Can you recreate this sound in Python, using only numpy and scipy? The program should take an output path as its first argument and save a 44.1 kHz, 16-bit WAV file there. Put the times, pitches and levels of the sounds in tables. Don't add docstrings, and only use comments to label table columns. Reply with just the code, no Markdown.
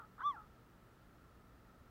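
import sys
import numpy as np
from scipy import signal
from scipy.fft import rfft, irfft, next_fast_len
from scipy.io import wavfile
from scipy.ndimage import uniform_filter1d, map_coordinates

SR = 44100
rng = np.random.default_rng(int(sys.argv[2]) if len(sys.argv) > 2 else 0)


def output_pcm(signal):
    pcm = np.clip(np.atleast_2d(signal).T, -1, 1) * 32767
    wavfile.write(sys.argv[1], SR, np.round(pcm).astype(np.int16))


N = 83790

# pitch_hz [Hz], relative level_db [dB per Hz]
AIR_COLOUR = [(12, -29), (22, -5.5), (48, 0), (110, -2.5), (200, -5.5), (310, -8), (550, -13), (1000, -17),
              (1520, -19.5), (1800, -18.5), (2250, -26), (4300, -31.5), (6500, -36), (10500, -38.5),
              (13500, -36.5), (15700, -33.5)]
# [dB, rms]
HUM_TONES = [(60, -77), (120.4, -75.5), (180.6, -78.5), (240.8, -78.5)]
# time_s [s], pitch_hz [Hz], level_db [dB], roughness [0-1], beak_opening [0-1]
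RASP_TRACKS = [
    [(0, 463.3, -51.5, 0.7, 0.1), (.02, 447.7, -56.5, 0.6, 0.3), (.04, 418.2, -58, 0.24, 0.5),
     (.055, 437, -60, .4, 0), (.07, 415, -69, .4, 0.03)],
    [(.18, 398.3, -59, .3, .7), (.188, 423, -54, .35, 0.97), (.196, 478.3, -51, 0.43, 0.99),
     (.204, 514, -46.5, 0.83, 1), (.211, 624, -47, 0.4, 1), (.22, 729, -40.5, 0.63, 1),
     (.228, 798, -60.5, .35, 1), (.248, 832, -63.5, .2, 1)],
    [(.362, 463, -65, 0.6, 0.3), (.373, 440.4, -50, 0.51, 0), (.386, 438, -54, 0.6, 0.1),
     (.394, 428.4, -51.5, 0.32, 0), (.411, 425, -58, 0.6, .1), (.419, 419.4, -54.5, 0.1, 0.04),
     (.427, 430, -63, 0.54, 0.1), (.448, 406, -68, 0.5, 0)],
]
# pitch_hz [Hz], relative level_db [dB]
THROAT_SHUT = [(400, -38.5), (650, -19.5), (850, -12), (1030, -9), (1220, -4), (1360, 1), (1550, -18),
               (2000, -43), (2700, -55), (8000, -60)]
# pitch_hz [Hz], relative level_db [dB]
THROAT_OPEN_COLOUR = [(400, -41), (650, -34), (850, -9), (1050, -3.5), (1300, 2), (1550, -2.5), (1720, -11),
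                      (1950, -29), (2600, -45), (3400, -28.5), (4200, -44.5), (8000, -68.5)]
# time_s [s], pitch_hz [Hz], level_db [dB], octave_level_db [dB]
WHISTLE_TRACK = [(.214, 860, -64, -73.5), (.224, 994, -55, -61.5), (.231, 1025, -48, -76.5),
                 (.24, 1106, -40.5, -80.5), (.25, 1139, -37.5, -78), (.261, 1173, -33, -86),
                 (.273, 1181, -32.5, -81), (.287, 1168, -34, -76.5), (.3, 1140, -36.8, -75.5),
                 (.31, 1102, -39.5, -72), (.321, 1029, -51, -67), (.338, 936, -59, -65),
                 (.348, 873, -52, -64), (.36, 789, -59, -59), (.366, 698, -69.5, -52.5),
                 (.373, 674, -78, -47.5), (.38, 655, -90, -60)]
# multiple [of the pitch], level_db [dB re the fundamental]
WHISTLE_OVERTONES = [(3, -23), (4, -67.5), (5, -43.5), (7, -58.5), (9, -59)]
# [dB, rms]
WHISTLE_EDGE = [(4, -83.5), (6, -84.5), (8, -95.5), (10, -91)]

AIR_DB = -64
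BAND_HZ, BAND_WIDTH_HZ, BAND_DB = 1306.4, 102, -73.5
JITTER, JITTER_RATE_HZ = 0.0251, 400
FLUTTER_DB, FLUTTER_RATE_HZ = 1.8, 350
OVERTONE_GROWTH = 0.86
OVERTONE_FADE_DB = -52
EDGE_AT_DB, EDGE_WIDTH_DB = -49.5, 5.5
GROVE_DB, GROVE_T60_S = -25.5, 0.43
TOP_HZ = 15800


def amp(db):
    return 10 ** (np.asarray(db) / 20)


def unit(x):
    return x / np.sqrt(np.mean(x ** 2) + 1e-20)


def along(points, hz):
    f, v = np.transpose(points)
    return np.interp(np.log(hz + 1), np.log(f + 1), v)


def curves(rows):
    t = np.arange(N) / SR
    time_s, *columns = np.transpose(rows)
    gate = 1. * (t >= time_s[0]) * (t <= time_s[-1])
    tracks = [gate] + [np.interp(t, time_s, c) for c in columns]
    return [uniform_filter1d(track, size=200) for track in tracks]


def wobble(rate_hz):
    knots = rng.standard_normal(2048)
    return map_coordinates(knots, [np.arange(N) * rate_hz / SR], mode="mirror")


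def filtered(x, response):
    m = next_fast_len(N + SR // 2)
    spectrum = rfft(x, m) * response(np.fft.rfftfreq(m, 1 / SR))
    return irfft(spectrum, m)[:N]


def noise(colour):
    return unit(filtered(rng.standard_normal(N), lambda hz: amp(along(colour, hz))))


def background():
    t = np.arange(N) / SR
    band_shape = lambda hz: 1 / (1 + ((hz - BAND_HZ) / BAND_WIDTH_HZ) ** 2)
    band = unit(filtered(rng.standard_normal(N), band_shape))
    hum = sum(amp(db) * np.sqrt(2) * np.sin(2 * np.pi * (hz * t + rng.random()))
              for hz, db in HUM_TONES)
    return amp(AIR_DB) * noise(AIR_COLOUR) + amp(BAND_DB) * band + hum


def rasp(rows, count=9):
    gate, hz, db, rough, opening = curves(rows)
    rough, opening = np.clip(rough, 0, 1), np.clip(opening, 0, 1)
    phase = 2 * np.pi * np.cumsum(hz * (1 + JITTER * wobble(JITTER_RATE_HZ))) / SR

    k = np.arange(1, count + 1)[:, None]
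    shut_db, open_db = along(THROAT_SHUT, k * hz), along(THROAT_OPEN_COLOUR, k * hz)
    gains = amp((1 - opening) * shut_db + opening * open_db)
    harmonics = np.sum(gains * np.cos(k * phase), axis=0)
    voiced = np.sqrt(2) * harmonics / np.linalg.norm(gains, axis=0)

    air = np.sqrt(1 - opening) * noise(THROAT_SHUT) + np.sqrt(opening) * noise(THROAT_OPEN_COLOUR)
    air = unit(air * (1 + 0.15 * np.cos(phase)))
    flutter = unit(amp(FLUTTER_DB * wobble(FLUTTER_RATE_HZ)))
    mix = np.sqrt(1 - rough ** 2) * voiced + rough * air
    return gate * amp(db) * flutter * mix


def whistle(waver=.012, shake_db=2):
    gate, hz, db, octave_db = curves(WHISTLE_TRACK)
    firm = 1 / (1 + amp(2 * (OVERTONE_FADE_DB - db)))
    unsteady_hz = hz * (1 + waver * (1 - firm) * wobble(170))
    phase = 2 * np.pi * np.cumsum(unsteady_hz) / SR
    fundamental = amp(db + shake_db * (1 - firm) * wobble(150)) * np.sin(phase)
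    octave = amp(octave_db) * np.sin(2 * phase)

    peak_db = db.max()
    swell = firm * amp(peak_db + OVERTONE_GROWTH * (db - peak_db))
    edge = np.exp(-.5 * ((db - EDGE_AT_DB) / EDGE_WIDTH_DB) ** 2)
    stack = lambda rows: sum(amp(level) * np.sin(round(k) * phase) for k, level in rows)
    overtones = swell * stack(WHISTLE_OVERTONES) + edge * stack(WHISTLE_EDGE)
    return np.sqrt(2) * gate * (fundamental + octave + overtones)


def grove(x):
    t = np.arange(SR // 2) / SR
    tail = rng.standard_normal(len(t)) * amp(-60 * t / GROVE_T60_S)
    return signal.fftconvolve(x, tail / np.linalg.norm(tail))[:N]


def scene():
    bird = sum(rasp(rows) for rows in RASP_TRACKS) + whistle()
    return (bird + amp(GROVE_DB) * grove(bird) + background())[None]


def record(dry):
    return np.array([filtered(x, lambda hz: hz < TOP_HZ) for x in dry])


dry = scene()
out = record(dry)
output_pcm(out)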